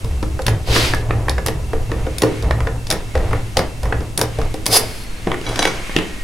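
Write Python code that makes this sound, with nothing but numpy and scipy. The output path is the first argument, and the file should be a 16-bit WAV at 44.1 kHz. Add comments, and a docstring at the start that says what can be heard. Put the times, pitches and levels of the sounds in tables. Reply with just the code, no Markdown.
"""Small quiet room: a key blank in a long handle is rocked and twisted in a cylinder lock in a table vice.
Each jolt, a burst of contact noise, rings modes of lock (tick), handle (knock) and table (thud).
The table rumbles and creaks under load; the blank is then dragged out over the pins as dense clicks.
Small metal parts are put down, clink and slide. Swish, rustle, thin tones, echoes and hiss are shaped noise,
the rustle with added grains of rubbing; all is heard through a close, noisy microphone pair."""
import sys
import numpy as np
from scipy import signal
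from scipy.io import wavfile

SR = 44100
rng = np.random.default_rng(int(sys.argv[2]) if len(sys.argv) > 2 else 0)


def to_wav(sig):
    """Store sig (one row per channel, or 1-D mono) as 16-bit WAV at the path in sys.argv[1].

    Samples outside -1..1 are clipped; the rate is SR.
    """
    pcm = np.clip(np.atleast_2d(sig), -1, 1) * 32767
    pcm = np.round(pcm).astype(np.int16)
    wavfile.write(sys.argv[1], SR, pcm.T)  # frames by channels


N = 274807
BRIEF_SAMPLES = SR // 2   # noise enough for one short gesture

# jolts of the blank in the lock: start_s, knock_db, thud_db, tick_db, sparkle_db
JOLTS = [(0.0446, -48, -24.5, -31, -32), (0.2272, -14.5, -11.5, -25, -33), (0.391, -15.5, -16, -33, -41),
         (0.4184, -31, -46, -25, -30), (0.4648, -9, -43, -10, -14), (0.4808, -2, -17, -14, -27),
         (0.4921, -31, -37, -35, -25), (0.6733, -31, -22, -39, -34), (0.7622, 0.5, -18, -30, -22),
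         (0.9353, 0.5, -30, -23, -33), (0.9454, -17, -33, -22, -24.5), (1.1069, -2.5, -30, -47, -42),
         (1.283, -3, -43, -36, -30), (1.2941, -49, -17, -13, -20.5), (1.3811, -8, -15.5, -26, -46),
         (1.4614, -6, -38, -15.5, -12), (1.4704, -21, -18.5, -16, -20), (1.483, -9.5, -16.5, -18, -26),
         (1.7318, -14.5, -15.5, -33, -39), (1.916, -11, -15, -30, -37), (2.0649, -27, -14.5, -34, -46),
         (2.1825, -45, -41, -17.5, -17), (2.2195, -7, -11.5, -11, -13), (2.2339, -5.5, -5.5, -18, -26),
         (2.2417, -20, -20, -32, -36), (2.4239, -26, -31, -24.5, -34), (2.4438, -20, -48, -43, -48),
         (2.5084, 0, -21, -24, -33), (2.604, -10, -28, -30, -36), (2.6705, -8.5, -17.5, -27.5, -42),
         (2.8686, -46, -49, -22, -33), (2.9021, -29, -37, -11, -9.5), (2.9108, -6.5, -28, -7, -19),
         (2.9244, -8.5, -20, -24, -17), (3.1524, -8, -9, -24, -35), (3.1749, -16, -45, -28, -38),
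         (3.3089, -25, -21, -37, -43), (3.3301, -6.5, -21, -35, -32), (3.5693, -3.5, -9.5, -5, -19.5),
         (3.5803, -25, -36, -27, -26), (3.5906, -7, -10, -16.5, -23), (3.8314, -18, -30, -27.5, -27.5),
         (3.8546, -14, -22, -34, -36), (3.924, -1.5, -15.5, -51, -49), (4.0054, -39, -24.5, -30, -50),
         (4.1756, -28, -39, -12.5, -8.5), (4.1924, -10, -25, -28, -15), (4.213, -4.5, -14.5, -8.5, -10.5),
         (4.3856, -24, -14.5, -32, -36), (4.4152, -13, -37, -27, -39), (4.5407, -30, -19, -25, -29),
         (4.6574, -18, -52, -22, -19), (4.6635, -19, -19, -7, -6)]
# things put down on the table: start_s, knock_db, thud_db, tick_db, sparkle_db, push_db, crack_db
DROPS = [(5.271, -9.5, -15.5, -36, -39, -6.5, -28), (5.3163, -5, -30, -43, -39, -29, -19.5),
         (5.3423, -11, -35, -34, -33, -29, -36), (5.4136, -36, -45, -34, -42, -21.5, -29),
         (5.5579, -21, -30, -18, -28, -29, -21), (5.591, -5, -11.5, -10.5, -24, -21, -14),
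         (5.626, -9, -15.5, -12, -21, -29, -11), (5.6522, 0.5, -16, -12, -41, -33, -13),
         (5.673, -8.5, -15.5, -22, -46, -23, -25), (5.8949, -17.5, -35, -42, -44, -26, -33),
         (5.9637, -6.5, -19, -16.5, -27, -4.5, -4.5), (5.9868, -11, -26, -26, -32, -21, -15)]
# loose parts touch: start_s, level_db
CLINKS = [(5.465, -33), (5.4905, -27.5), (5.5925, -20), (5.6224, -28), (5.6528, -23), (5.6755, -26)]
# blank dragged out over the pins: time_s, level_db
PULL_CURVE = [(4.67, -27), (4.676, -47), (4.718, -17), (4.728, -12), (4.774, -6.5), (4.79, -36),
              (4.848, -36), (5.04, -41.5), (5.06, -54)]
# loose parts slide over the table: time_s, level_db
SLIDE_CURVE = [(5.44, -43), (5.652, -31.5), (5.78, -44)]
# swish: time_s, level_db
SWISH_CURVE = [(0.62, -63), (0.674, -29.5), (0.76, -13.5), (0.88, -22.5), (0.94, -32), (1.02, -42)]
# hands and parts moving about: time_s, level_db
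RUSTLE_CURVE = [(0.0, -46), (0.7, -47), (0.85, -22), (1.06, -49), (1.79, -48), (2.38, -36.5), (2.65, -60),
                (2.93, -46), (3.3, -40), (3.35, -39.5), (3.5, -43.5), (4.2, -50.5), (4.35, -39),
                (4.7, -45.5), (4.84, -36), (5.08, -40.5), (5.34, -40), (5.5, -35.5), (5.93, -32),
                (6.23, -39)]
# faint thin tones: start_s, end_s, pitch_hz, level_db
WHISTLES = [(0, 5.7, 2684, -54), (4.801, 5.25, 4300, -47), (6.0, 6.7, 1880, -45)]

# spells of load on the table, from the twisting hand and from things put down:
# full_load_s, hold_s, heave_db, sway_db, hum_db, creak_db
STRAINS = [(0.045, 0.45, -28, -17.5, -26.5, -39), (0.471, 0.064, -30, -25, -17, -26.5),
           (0.688, 0.38, -21, -19.5, -22, -25.5), (1.095, 0.65, -34, -17, -23.5, -29.5),
           (1.456, 0.1, -31, -40, -19.5, -33.5), (1.747, 0.07, -20, -24, -26, -33.5),
           (1.9, 0.23, -33, -21, -21, -31.5), (2.224, 0.082, -42, -46, -21.5, -27),
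           (2.437, 0.32, -41, -16.5, -21, -28), (2.907, 0.04, -24, -32, -30.5, -24),
           (3.156, 0.13, -18, -18, -28, -26.5), (3.318, 0.034, -29, -29, -19.5, -25.5),
           (3.574, 0.04, -35, -23, -28, -22), (3.839, 0.19, -28, -18.5, -23, -28),
           (4.191, 0.048, -42, -39, -25.5, -23.5), (4.388, 0.059, -19.5, -19.5, -25.5, -29.5),
           (4.692, 0.14, -43, -46, -25, -25.5), (5.284, 0.058, -42, -44, -35, -26),
           (5.473, 0.33, -39, -43, -35, -27.5), (5.96, 0.056, -35, -45, -39, -27.5)]
# fall after a spell, one value each for heave, sway, hum, creak: release_db_per_s
STRAIN_RELEASE_DB_PER_S = [61, 93, 92, 162]
# level between spells, one row each for heave, sway, hum, creak: hand_on_db, hand_off_db
STRAIN_REST_DB = [(-31.5, -26), (-36, -45), (-34, -41), (-49, -50)]
STRAIN_ATTACK_S, STRAIN_SAG_DB_PER_S = 0.018, 20   # load comes on fast, slackens while held
LET_GO_S, LET_GO_FADE_S = 4.75, 0.12   # the hand leaves the vice
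THUD_LAG_S = 0.00047   # the blow reaches the table through the vice

# slow heave of the table: pitch_hz, level_db, t60_s
HEAVE_MODES = [(9.1, 4, 0.21), (21.7, 12, 0.38)]
# sway of the table: pitch_hz, level_db, t60_s
SWAY_MODES = [(54, -7, 0.48), (68, 0, 0.16)]
# hum of the table: pitch_hz, level_db, t60_s
HUM_MODES = [(112.7, 8, 0.4), (147.4, -6.5, 1)]
# table top: pitch_hz, level_db, t60_s
TABLE_MODES = [(216.5, -20, 0.24), (316.3, -10.5, 0.15), (376, -8.5, 0.047), (456, -3, 0.064),
               (520, -4.5, 0.065), (645, 0, 0.015), (766, -8, 0.047), (910, -5.5, 0.01), (1220, -21, 0.016)]
# handle: pitch_hz, level_db, t60_s
HANDLE_MODES = [(780, -17, 0.0022), (1080, -5.5, 0.0052), (1350, -6.5, 0.0032), (1806, -4, 0.0054),
                (2040, -15, 0.0027)]
# lock body: pitch_hz, level_db, t60_s
LOCK_MODES = [(2890, -32, 0.0015), (3786, 0.5, 0.0048), (4580, -1, 0.0037), (5120, 3.5, 0.0031),
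              (5900, 0, 0.00078)]
# pins, the sparkle: pitch_hz, level_db, t60_s
PIN_MODES = [(6860, -1, 0.0008), (9000, 0, 0.003), (9810, 4.5, 0.003), (10740, -1, 0.0043),
             (11560, -8.5, 0.0019), (14000, -4, 0.0012)]
# loose metal parts: pitch_hz, level_db, t60_s
PART_MODES = [(1540, 7, 0.041), (2265, 4, 0.11), (2970, 0, 0.069), (3340, 7, 0.035), (3950, 3, 0.13),
              (4750, 0, 0.044), (5880, -1.5, 0.084), (6330, -6, 0.065), (9500, -6, 0.07)]
# low push of things put down: pitch_hz, level_db, t60_s
PUSH_MODES = [(227, -19, 0.033), (352, -7.5, 0.019), (410, -25, 0.021)]
# crack of things put down: pitch_hz, level_db, t60_s
CRACK_MODES = [(2080, -13, 0.0036), (2770, 2.5, 0.0041), (3100, 5, 0.0036)]
# blade of the blank: pitch_hz, level_db, t60_s
BLADE_MODES = [(2250, -12, 0.014), (3730, -14, 0.0062), (4770, -6, 0.0047), (5070, 5.5, 0.007),
               (5950, 0.5, 0.0022), (7650, 0, .0015), (9540, 4, .003), (10500, -7, 0.0023),
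               (11000, 0, 0.0062), (14400, -15, 0.0014)]
# what rubbing favours: pitch_hz, level_db, t60_s
RUB_MODES = [(2167, 5.5, 0.036), (2640, -9, 0.032)]

# swish spectrum: freq_hz, level_db_per_hz
SWISH_COLOUR = [(150, -39), (250, -14), (336, -7), (640, -14.5), (890, -19), (1140, -16.5), (4650, -14),
                (6470, -25), (11300, -28), (16000, -38)]
# rustle spectrum: freq_hz, level_db_per_hz
RUSTLE_COLOUR = [(470, -46), (800, -11), (973, -0.5), (2590, 4.5), (2930, 0.5), (5400, -7.5), (11400, -14),
                 (12500, -31), (16200, -54), (22000, -120)]
# room and microphone hiss spectrum: freq_hz, level_db_per_hz
HISS_COLOUR = [(26, -30), (45, 0.5), (76, -6.5), (124, -11), (253, -14), (435, -19.5), (1250, -28),
               (2440, -35), (2630, -35), (2900, -32), (10500, -35.5), (15100, -45.5), (16300, -66)]
# left-right likeness of noise: freq_hz, likeness (0 to 1)
LIKENESS = [(60, 0.61), (150, 0.85), (380, 0.92), (950, 0.56), (2380, 0.17), (5980, 0.93), (15000, 0.97)]
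# echoes of the room: low_hz, high_hz, level_db, t60_s
ROOM_BANDS = [(104, 576, -6, 0.45), (850, 4020, -7, 0.28), (2880, 9700, -8, 0.21),
              (7400, 20000, -6.5, 0.16)]
HISS_DB, CUTOFF_HZ = -33, 16500


def blows():
    """Every blow thuds in the table, knocks in wood or handle and ticks in metal; loose parts ring on."""
    start_s, knock_db, thud_db, tick_db, sparkle_db = np.vstack([JOLTS, np.array(DROPS)[:, :5]]).T
    thud = struck(start_s + THUD_LAG_S, thud_db, TABLE_MODES, contact_s=0.0061, unlike=0.094)
    thud = butter_filter(thud, 2, 270, "high")   # keeps the thud lean below 270 Hz
    knock = struck(start_s, knock_db, HANDLE_MODES, contact_s=0.0029, unlike=0.31)
    knock = butter_filter(knock, 2, 3400, "low")   # a soft grip dulls the contact
    tick = struck(start_s, tick_db, LOCK_MODES, contact_s=0.0031, unlike=0.34)
    sparkle = struck(start_s, sparkle_db, PIN_MODES, contact_s=0.0024, unlike=0.37)

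    drop_s, *_, push_db, crack_db = np.transpose(DROPS)
    push = struck(drop_s, push_db, PUSH_MODES, contact_s=0.00015, unlike=0.3, clean=2.7)
    crack = struck(drop_s, crack_db, CRACK_MODES, contact_s=0.0017, unlike=0.49)

    clink_s, clink_db = np.transpose(CLINKS)
    clinks = struck(clink_s, clink_db, PART_MODES, contact_s=0.0001, unlike=0.2)
    return thud + knock + tick + sparkle + push + crack + clinks


def pull():
    """The blade rasps over the pins: dense clicks into its modes and the upper modes of the table."""
    rasp = stereo_grains(6000, 1.0, unlike=0.37)
    blade = rubbed(rasp, BLADE_MODES)
    wood = butter_filter(rubbed(rasp, TABLE_MODES), 3, 430, "high")
    return gain_curve(PULL_CURVE) * gesture(blade + from_db(-8) * wood)


def slide():
    """Sliding parts chatter: grit excites lock-like modes, the parts' own rings and handle-like wood."""
    grit = stereo_grains(1500, 1.7, unlike=0.21)
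    broad = rubbed(grit, LOCK_MODES)
    parts = from_db(-1) * rubbed(grit, PART_MODES)
    wood = from_db(2) * rubbed(grit, HANDLE_MODES)
    return gain_curve(SLIDE_CURVE) * gesture(broad + parts + wood)


def shaking():
    """Under load the table heaves, sways and hums (noise into low modes) and creaks (friction clicks)."""
    heave_gain, sway_gain, hum_gain, creak_gain = strain()
    heave = heave_gain * rubbed(rng.standard_normal(N), HEAVE_MODES)
    sway = sway_gain * rubbed(rng.standard_normal(N), SWAY_MODES)
    hum = hum_gain * rubbed(rng.standard_normal(N), HUM_MODES)
    friction = grains(2000, 2.1)
    creak = rubbed(friction, TABLE_MODES) + from_db(-13.5) * rubbed(friction, HANDLE_MODES)
    return heave + sway + hum + creak_gain * creak


def strain():
    """Gains of heave, sway, hum, creak: spells rise, sag, let go; their powers add to a rest level."""
    full_load_s, hold_s, *columns_db = np.transpose(STRAINS)
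    hold_s = hold_s[:, None]
    t = np.arange(0, N + 100, 100) / SR   # coarse time grid
    since_s = t - full_load_s[:, None]
    rise = np.clip(1 + since_s / STRAIN_ATTACK_S, 0, 1) ** 2
    held_s = np.clip(since_s, 0, hold_s)
    gone_s = np.maximum(since_s - hold_s, 0)
    hand_off = np.clip((t - LET_GO_S) / LET_GO_FADE_S, 0, 1)
    gains = []
    for load_db, release, (on_db, off_db) in zip(columns_db, STRAIN_RELEASE_DB_PER_S, STRAIN_REST_DB):
        spell_db = load_db[:, None] - STRAIN_SAG_DB_PER_S * held_s - release * gone_s
        rest_db = on_db + (off_db - on_db) * hand_off
        power = from_db(rest_db) ** 2 + np.sum(rise * from_db(spell_db) ** 2, axis=0)
        gains.append(np.interp(np.arange(N) / SR, t, np.sqrt(power)))
    return gains


def swish():
    """One hand-like swish: coloured noise, swelling and fading."""
    noise = banded(SWISH_COLOUR, unlike=1.04, size=BRIEF_SAMPLES)
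    return gain_curve(SWISH_CURVE) * gesture(noise)


def rustle():
    """Hands and parts moving about: coloured noise plus rubbing clicks in two soft resonances."""
    rub = rubbed(grains(1500, 3.5), RUB_MODES)   # skin on the grip
    return gain_curve(RUSTLE_CURVE) * (banded(RUSTLE_COLOUR, unlike=0.99) + from_db(-10) * rub)


def whistles():
    """Faint thin tones: noise twice through a narrow resonance, faded in and out."""
    t = np.arange(N) / SR
    total = np.zeros(N)
    for start_s, end_s, pitch_hz, level_db in WHISTLES:
        fade = np.clip(np.minimum(t - start_s, end_s - t) / 0.026, 0, 1)
        once = ring(rng.standard_normal(N), pitch_hz, 0.063)
        tone = rms_one(ring(once, pitch_hz, 0.063))
        total += from_db(level_db) * fade * tone
    return total


def room(x):
    """Dense echoes: noise that dies faster in the treble, partly its own on each side."""
    t = np.arange(SR // 2) / SR
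    shared, own = rng.standard_normal(len(t)), rng.standard_normal((2, len(t)))
    echoes = np.zeros((2, len(t)))
    for low_hz, high_hz, level_db, t60_s in ROOM_BANDS:
        band = butter_filter(1.37 * shared + own, 2, [low_hz, high_hz], "band")
        fall = from_db(-60 * t / t60_s) * np.clip(t / 0.0095, 0, 1)
        echoes += from_db(level_db) * band * fall / np.sqrt(np.sum(fall ** 2))
    return signal.fftconvolve(x, echoes, axes=1)[:, :N]


def hiss():
    """Steady coloured noise of room and microphone."""
    return from_db(HISS_DB) * banded(HISS_COLOUR, unlike=1.8)


def struck(times_s, level_db, modes, contact_s, unlike, clean=0):
    """A blow: contact chatter plus a clean push swells, dies and rings the modes; sides differ a little."""
    length = 2000
    start = np.round(np.asarray(times_s) * SR).astype(int)
    first = start.min()
    span = np.arange(length) / (contact_s * SR)
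    swell = np.exp(-span) - np.exp(-6 * span)
    chatter = rng.standard_normal((len(start), 2, length))
    mid = (chatter[:, 0] + clean) * swell
    side = chatter[:, 1] * swell
    strength = from_db(level_db)[:, None] / np.sqrt(np.sum(mid ** 2, axis=1, keepdims=True))
    where = (start[:, None] + np.arange(length)).ravel()
    force = []
    for sign in (1, -1):
        pulses = (mid + sign * unlike * side) * strength
        force.append(np.bincount(where, pulses.ravel(), N + length))
    force = np.array(force)[:, first:N]
    rung = sum(from_db(db) * ring(force, hz, t60_s) for hz, db, t60_s in modes)
    return np.pad(rung, ((0, 0), (first, 0)))


def rubbed(x, modes):
    """Steady friction keeps all modes of a body sounding; rms 1."""
    return rms_one(sum(from_db(db) * rms_one(ring(x, hz, t60_s)) for hz, db, t60_s in modes))


def ring(x, pitch_hz, t60_s):
    """Two-pole resonator: a unit click starts a decaying sine of height about 1."""
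    radius = from_db(-60 / (t60_s * SR))
    w = 2 * np.pi * pitch_hz / SR
    return signal.lfilter([0, np.sin(w)], [1, -2 * radius * np.cos(w), radius ** 2], x + 1e-18)


def grains(rate_per_s, spread_db):
    """Random clicks of uneven size and either sign."""
    sizes = from_db(spread_db * np.minimum(rng.exponential(1, N), 4)) * rng.choice([-1, 1], N)
    return sizes * (rng.random(N) < rate_per_s / SR)


def stereo_grains(rate_per_s, spread_db, unlike):
    """A brief run of clicks, with extra clicks in opposite sign on the two sides."""
    shared = grains(rate_per_s, spread_db)
    side = grains(rate_per_s, spread_db) * [[1], [-1]]
    return (shared + unlike * side)[:, :BRIEF_SAMPLES]


def banded(spectrum, unlike, size=N):
    """Third-octave bands of stereo noise, each with its own level and likeness; rms 1 before left/right."""
    edges_hz = 16 * 2 ** np.arange(0, 10.1, 1 / 3)
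    white = rng.standard_normal((2, 2, size))   # neighbouring bands get unrelated noise
    mid_side = np.zeros((2, size))
    for k, (low_hz, high_hz) in enumerate(zip(edges_hz, edges_hz[1:])):
        hz = np.sqrt(low_hz * high_hz)
        if hz > spectrum[0][0]:
            alike = np.clip(1 - unlike * (1 - at_hz(LIKENESS, hz)), 0, 1)
            band = butter_filter(white[k % 2], 2, [low_hz, high_hz], "band")
            mid_side += band * from_db(at_hz(spectrum, hz)) * np.sqrt([[1 + alike], [1 - alike]])
    mid, side = rms_one(mid_side)
    return np.array([mid + side, mid - side]) / np.sqrt(2)


def gesture(x):
    """A brief stereo stretch repeated over the whole span, to be gated by a curve."""
    return np.resize(x.T, (N, 2)).T


def gain_curve(points):
    """A dB curve as a gain in time, silent outside its span."""
    time_s, level_db = np.transpose(points)
    return from_db(np.interp(np.arange(N) / SR, time_s, level_db, -200, -200))


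def at_hz(points, hz):
    """A spectrum read on a log frequency axis."""
    freq_hz, value = np.transpose(points)
    return np.interp(np.log(hz), np.log(freq_hz), value)


def butter_filter(x, order, hz, kind):
    """Butterworth filter."""
    return signal.sosfilt(signal.butter(order, hz, kind, fs=SR, output="sos"), x)


def from_db(db):
    """Gain of a level."""
    return 10 ** (np.asarray(db) / 20)


def rms_one(x):
    """Scaled to rms 1."""
    return x / np.sqrt(np.mean(x ** 2) + 1e-20)


def scene():
    """Lock, table and parts in front, the room around, hiss below."""
    close = blows() + pull() + slide()
    return close + shaking() + swish() + rustle() + whistles() + room(close) + hiss()


def record(dry):
    """Peaks are rounded; treble is 5 dB lower above about 12 kHz, with nothing above about 16 kHz."""
    rounded = dry / (1 + np.abs(dry) ** 4) ** 0.25
    below = signal.sosfilt(signal.cheby1(10, 0.5, 11950, fs=SR, output="sos"), rounded)
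    above = signal.sosfilt(signal.cheby1(6, 0.5, 12700, "high", fs=SR, output="sos"), rounded)
    top_cut = signal.cheby2(16, 60, CUTOFF_HZ, fs=SR, output="sos")
    return signal.sosfilt(top_cut, below + from_db(-5) * above)


dry = scene()
out = record(dry)
to_wav(out)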